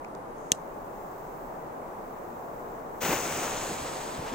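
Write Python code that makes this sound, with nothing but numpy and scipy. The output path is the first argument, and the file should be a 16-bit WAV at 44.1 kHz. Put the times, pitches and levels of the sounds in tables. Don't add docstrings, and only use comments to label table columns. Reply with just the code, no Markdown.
import sys
import numpy as np
from scipy import signal
from scipy.fft import rfft, irfft
from scipy.io import wavfile
from scipy.ndimage import uniform_filter1d, map_coordinates

SR = 44100
rng = np.random.default_rng(int(sys.argv[2]) if len(sys.argv) > 2 else 0)


def wav_record(signal):
    frames = np.transpose(np.atleast_2d(signal))
    bounded = np.clip(frames, -1, 1)
    quanta = np.round(bounded * 32767).astype(np.int16)
    wavfile.write(sys.argv[1], SR, quanta)


N = 191760
T = np.arange(N) / SR
HZ = np.fft.rfftfreq(N, 1 / SR)

# frequency in Hz, relative level in dB per Hz.
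WIND_COLOUR = [(12, -22), (22, -3), (38, -5), (60, -17.5), (110, -11), (150, -7), (250, -5.5), (450, -2),
               (850, -1.5), (1100, -5.5), (1500, -15), (2200, -25.5), (3200, -37.5), (5000, -47)]
# frequency in Hz, relative level in dB per Hz.
FLAME_COLOUR = [(1500, 2), (3000, -13), (5000, -7), (8000, -7), (10000, -56), (12500, -7), (14000, 8),
                (16000, 2.5)]
# time in seconds, level in dB.
FLAME_LEVEL = [(.56, -62), (.8, -64), (1.02, -58.5), (1.4, -59), (1.7, -65.5), (2.0, -62.5), (2.27, -59),
               (2.52, -60), (2.74, -60.5), (2.86, -64), (3.0, -55.5)]
# time in seconds, gain in dB, pitch in Hz.
TRIGGER_TICKS = [(0.047, -20.5, 2450), (0.151, -50, 5840)]
# time in seconds, gain in dB.
SNAP_IMPULSES = [(.5175, -24.5), (.5185, -1), (.5212, -28)]
# pitch in Hz, gain in dB, t60 in seconds, left minus right in dB.
BODY_MODES = [(504, -27, 0.0179, 4), (1750, -31, 0.014, 2), (2570, -25, 0.013, -13),
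              (2800, -27.5, 0.03, -8), (3320, -8, 0.0079, -5), (4300, -15.5, 0.0065, -2),
              (4850, -33, 0.0098, 5), (5420, -22, 0.016, 7), (6300, -6, 0.0034, 4.5), (7640, -12, 0.004, 0),
              (8050, -24, 0.0162, 3), (10200, -11, 0.0025, -1), (13900, -25, 0.0014, -5.9)]
# pitch in Hz, gain in dB, t60 in seconds.
SPRING_MODES = [(2870, -44, .07), (3192, -55, .11), (3860, -58, .12), (4100, -57, .12), (6751, -50, .07),
                (8296, -53, 0.062)]
# frequency in Hz, relative level in dB per Hz.
HISS_COLOUR = [(700, -1), (1050, 1), (1500, 3), (2300, 3), (3300, -0.5), (4400, -2), (5500, -3), (6700, -3),
               (8000, -4.5), (9500, -9), (12000, -7.5), (14000, -6), (16000, -6.5)]
# frequency in Hz, relative level in dB per Hz.
ROAR_COLOUR = [(40, -46), (90, -13), (160, -7.5), (400, -3), (700, -4), (1000, -8), (1400, -9.5),
               (2500, -14.5), (5000, -44)]
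# frequency in Hz, relative level in dB per Hz.
WASH_COLOUR = [(300, -13), (650, -8), (1000, 0), (1300, -8), (2000, -18), (4000, -29)]
# time in seconds, gain in dB, half length in seconds.
SURGES = [(3.128, 3.5, 0.007), (3.17, 0, 0.0097), (3.44, 1.5, .014)]
# time in seconds, impulse gain in dB.
SPITS = [(3.127, -28), (3.173, -29), (3.278, -21), (3.3354, -19), (4.005, -31)]
# time in seconds, level in dB, pitch in Hz, half length in seconds.
PUFFS = [(3.036, -41, 104, 0.0041), (3.093, -33, 204, 0.0093), (3.425, -38.5, 745, 0.029),
         (3.575, -44, 544, .02), (3.9, -40.5, 540, 0.05)]
# time in seconds, level in dB, pitch in Hz, half length in seconds.
STEP_THUDS = [(3.713, -33, 270, 0.012), (3.825, -39, 111, 0.0056), (4.195, -34.5, 132, 0.0081),
              (4.229, -38.5, 190, 0.006), (4.266, -41, 150, 0.0041), (4.31, -41, 193, 0.006),
              (4.334, -36.5, 284, 0.013)]
# time in seconds, level in dB, half length in seconds.
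CRUNCHES = [(4.281, -43, 0.021), (4.34, -44, 0.012)]
# centre in Hz, width in Hz, gain at the centre in dB.
PORTS = [
    [(6440, 770, 10), (15400, 1000, 7)],
    [(6280, 340, -6.5), (7910, 890, 10), (15500, 980, -0.5)],
]

PORT_SPACING_M, SOUND_M_PER_S = 0.19, 343
TOP_HZ, MIC_NOISE_DB = 15800, -64
WIND_DB, WIND_RISE_DB_PER_S = -40, 0.5359
VALVE_S, LIGHT_S, RELEASE_S = .32, 0.54, 3.15
GAS_DB, GAS_OPEN_S, GAS_FADE_S = -71, .08, 0.13
SCRAPE_DB = -41
CHATTER_DB, CHATTER_S, SETTLE_DB, SETTLE_S = -16, 0.0029, -48, 0.012
CHATTER_ROUGH_DB, CHATTER_PER_S = 3, 700
CRACK_DB, CRACK_S = -17.5, 0.00093
ECHO_DB, ECHO_AFTER_S, ECHO_SPREAD_S = -55, .034, .02
RECOIL_S, RECOIL_DB, PUSH_S, PULL_S, PULL_AFTER_S = .5205, -19, 0.0004, 0.00095, 0.001
REST_DB, REST_AFTER_S = -19, .0064
CATCH_S, FLARE_END_S, FLARE_FADE_S = 3.004, 3.14, 0.069
HISS_DB, HISS_FLARE_DB, HISS_ATTACK_S = -38.5, 4.5, 0.017
ROAR_DB, ROAR_FLARE_DB, ROAR_ATTACK_S = -35.5, 5.5, 0.042
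WASH_DB, WASH_ATTACK_S, WASH_FADE_DB_PER_S = -42, 0.058, 2
SPUTTER_DB, SPUTTER_PER_S = .55, 130
FLUTTER_DB, FLUTTER_PER_S = 0.9, 170
PATCHY_DB, PATCHY_PER_S = 0.7, 60
RETREAT_S, HISS_FADE_DB_PER_S, ROAR_FADE_DB_PER_S = 3.47, 8, 26
TURN_S, TURN_LENGTH_S, FROM_DB, TO_DB = 3.35, 0.31, 12.5, -3.5
TREBLE_DB, FLARE_DULL_DB, TREBLE_FADE_DB_PER_S = 1.65, 3, 5.5
TOP_FLARE_DB, TOP_FADE_DB_PER_S = 3, 2.5
DULL_S, DULL_LENGTH_S, DULL_DB = 4.06, 0.31, 5
BOUNCE_DB, BOUNCE_MS, BOUNCE_MS_PER_S = -15.5, 0.298, -0.11
CRUNCH_HZ, CRUNCH_WIDTH_HZ = 1500, 2800


def undb(db):
    return 10 ** (np.asarray(db) / 20)


def unit(x):
    return x / np.sqrt(np.mean(x ** 2))


def pan(db):
    return undb(np.array([[.5], [-.5]]) * db)


def ramp(start, length):
    return np.clip((T - start) / length, 0, 1)


def swell(s, half_length):
    return np.exp(-.5 * ((T - s) / half_length) ** 2)


def walk(rate):
    k = int(SR / rate)
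    held = np.repeat(rng.standard_normal(N // k + 1), k)
    return unit(uniform_filter1d(uniform_filter1d(held, k), k)[:N])


def pulses(rows):
    out = np.zeros(N)
    for s, db in rows:
        out[int(s * SR)] += undb(db)
    return out


def grains(spread_db):
    size = undb(spread_db * rng.exponential(size=N // 16 + 1))
    return unit(rng.standard_normal(N) * np.repeat(size, 16)[:N])


def colour(x, points):
    hz, db = np.transpose(points)
    shape_db = np.interp(np.log(HZ + 1), np.log(hz), db)
    return unit(irfft(rfft(x) * undb(shape_db), N))


def resonate(x, hz, width):
    b, a = signal.iirpeak(min(hz, .45 * SR), hz / width, fs=SR)
    return signal.lfilter(b, a, x)


def resonate_twice(x, hz, width):
    return resonate(resonate(x, hz, width), hz, width)


def near(x, lag_ms, scatter):
    right = irfft(rfft(x) * np.exp(-2j * np.pi * HZ * lag_ms / 10 ** 3), N)
    return unit(np.array([x, right]) + scatter * rng.standard_normal((2, N)))


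def diffuse(points):
    alike = .88 * np.sinc(2 * HZ * PORT_SPACING_M / SOUND_M_PER_S)
    mid, side = irfft(rfft(rng.standard_normal((2, N))) * np.sqrt([1 + alike, 1 - alike]), N)
    return colour(np.array([mid + side, mid - side]), points)


def thuds(rows):
    out = 0
    for s, db, hz, length in rows:
        thud = unit(resonate_twice(rng.standard_normal(N), hz, 1.3 * hz))
        out = out + undb(db) * thud * swell(s, length)
    return out


def wind():
    level_db = WIND_DB + WIND_RISE_DB_PER_S * T + 0.22 * walk(3.94)
    return diffuse(WIND_COLOUR) * undb(level_db) * pan(0.98)


def steps():
    crystals = near(grains(spread_db=1.0), lag_ms=0.0067, scatter=0.4)
    crunch = unit(resonate_twice(crystals, CRUNCH_HZ, CRUNCH_WIDTH_HZ))
    crunch_gain = sum(undb(db) * swell(s, length) for s, db, length in CRUNCHES)
    return thuds(STEP_THUDS) + crunch * crunch_gain


def trigger():
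    out = 0
    for s, db, hz in TRIGGER_TICKS:
        scrape = rng.standard_normal((2, N)) * np.exp(-abs(T - s) / 0.001)
        knock = resonate_twice(scrape, hz, 0.2 * hz)
        out = out + undb(db) * knock + undb(SCRAPE_DB) * resonate(scrape, 4200, 2200)
    return out


def lighter_jet():
    gas = unit(resonate(near(rng.standard_normal(N), lag_ms=.02, scatter=0.58), 6500, 1500))
    flame = colour(near(rng.standard_normal(N), lag_ms=0.017, scatter=0.69), FLAME_COLOUR)
    lit = ramp(LIGHT_S, GAS_FADE_S)
    unlit = ramp(VALVE_S, GAS_OPEN_S) * (1 - lit)
    burning = lit * (1 - ramp(RELEASE_S, GAS_FADE_S))
    flame_db = np.interp(T, *np.transpose(FLAME_LEVEL)) + .5 * walk(9.0)
    return gas * unlit * undb(GAS_DB) * pan(3.1) + flame * burning * undb(flame_db) * pan(1.5)


def recoil():
    push = swell(RECOIL_S, PUSH_S)
    pull = swell(RECOIL_S + PULL_AFTER_S, PULL_S) * PUSH_S / PULL_S
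    rest = undb(REST_DB) * swell(RECOIL_S + REST_AFTER_S, PULL_S)
    return undb(RECOIL_DB) * (push - pull + rest) * pan(2.5)


def body_ring(t):
    ring = 0
    for k, (hz, db, t60, side_db) in enumerate(BODY_MODES):
        swing = (-1) ** (k + 1) * np.sin(2 * np.pi * hz * t) * (1 - np.exp(-hz * t / 0.28))
        ring = ring + undb(db) * pan(side_db) * swing * np.exp(-np.log(1000) * t / t60)
    for hz, db, t60 in SPRING_MODES:
        ring = ring + undb(db) * np.sin(2 * np.pi * hz * t) * np.exp(-np.log(1000) * t / t60)
    return ring


def igniter():
    t = T[:SR // 5]
    chatter = undb(CHATTER_DB) * np.exp(-t / CHATTER_S) + undb(SETTLE_DB) * np.exp(-t / SETTLE_S)
    echo = undb(ECHO_DB) * np.exp(-abs(t - ECHO_AFTER_S) / ECHO_SPREAD_S)
    roughness = undb(CHATTER_ROUGH_DB * walk(CHATTER_PER_S)[:len(t)])
    contacts = rng.standard_normal((2, len(t))) * roughness
    parts_band = signal.butter(2, [3000, 9800], "bandpass", fs=SR, output="sos")
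    loose_parts = signal.sosfilt(parts_band, contacts)
    crack_band = signal.butter(4, 11000, "highpass", fs=SR, output="sos")
    crack = undb(CRACK_DB) * np.exp(-t / CRACK_S) * signal.sosfilt(crack_band, contacts)
    strike = body_ring(t) + (chatter + echo) * loose_parts + crack
    return signal.fftconvolve(pulses(SNAP_IMPULSES)[None], strike, axes=1)[:, :N]


def patchy(x):
    for hz in (1200, 2200, 3600, 5500):
        x = x + (undb(PATCHY_DB * walk(PATCHY_PER_S)) - 1) * resonate(x, hz, hz / 2)
    return x


def bounce(x, away_s):
    lag_ms = BOUNCE_MS + BOUNCE_MS_PER_S * away_s + 0.032 * walk(3.99)
    read_at = (T - lag_ms / 10 ** 3) * SR
    echo = [map_coordinates(side, [read_at], order=3, mode="mirror") for side in x]
    return x + undb(BOUNCE_DB) * np.array(echo)


def fuse_hiss(flare, away_s):
    powder = colour(near(grains(spread_db=0.5), lag_ms=0.035, scatter=0.46), HISS_COLOUR)
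    fizz = bounce(patchy(powder), away_s)
    spectrum = rfft(fizz)
    low = irfft(spectrum / (1 + (HZ / 4000) ** 6), N)
    below_top = irfft(spectrum / (1 + (HZ / 12500) ** 16), N)
    turned = (1 + np.tanh((T - TURN_S) / TURN_LENGTH_S)) / 2
    side_db = FROM_DB + (TO_DB - FROM_DB) * turned
    top_gain = undb(TOP_FLARE_DB * flare - TOP_FADE_DB_PER_S * away_s)
    treble = (below_top - low) * pan(side_db / 2) + (fizz - below_top) * pan(side_db) * top_gain
    treble_db = TREBLE_DB - FLARE_DULL_DB * flare - TREBLE_FADE_DB_PER_S * away_s
    treble_db = treble_db - DULL_DB * ramp(DULL_S, DULL_LENGTH_S)
    return low * pan(1.0) + treble * undb(treble_db)


def fuse_roar():
    jet = colour(near(rng.standard_normal(N), lag_ms=-0.029, scatter=0.15), ROAR_COLOUR)
    return jet * pan(1.5) * undb(FLUTTER_DB * walk(FLUTTER_PER_S))


def fuse():
    flare = 1 - ramp(FLARE_END_S, FLARE_FADE_S)
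    away_s = np.maximum(T - RETREAT_S, 0)
    hiss_db = HISS_DB + HISS_FLARE_DB * flare - HISS_FADE_DB_PER_S * away_s
    roar_db = ROAR_DB + ROAR_FLARE_DB * flare - ROAR_FADE_DB_PER_S * away_s
    wash_db = WASH_DB - WASH_FADE_DB_PER_S * away_s
    hiss = fuse_hiss(flare, away_s) * ramp(CATCH_S, HISS_ATTACK_S) * undb(hiss_db)
    roar = fuse_roar() * ramp(CATCH_S, ROAR_ATTACK_S) * undb(roar_db)
    wash = diffuse(WASH_COLOUR) * ramp(CATCH_S, WASH_ATTACK_S) * undb(wash_db)
    surge_db = sum(db * swell(s, length) for s, db, length in SURGES)
    sputter = undb(SPUTTER_DB * walk(SPUTTER_PER_S) + surge_db)
    spits = resonate(pulses(SPITS), 5000, 7000) * pan(3.5)
    return sputter * (hiss + roar) + wash + spits + thuds(PUFFS)


def scene():
    return wind() + steps() + trigger() + lighter_jet() + recoil() + igniter() + fuse()


def port(x, resonances):
    for hz, width, db in resonances:
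        x = x + (undb(db) - 1) * resonate(x, hz, width)
    return x


def record(dry):
    x = np.array([port(side, resonances) for side, resonances in zip(dry, PORTS)])
    x = np.clip(x + undb(MIC_NOISE_DB) * rng.standard_normal((2, N)), -1, 1)
    top_cut = signal.ellip(10, .2, 70, TOP_HZ, fs=SR, output="sos")
    return signal.sosfilt(top_cut, x)


dry = scene()
out = record(dry)
wav_record(out)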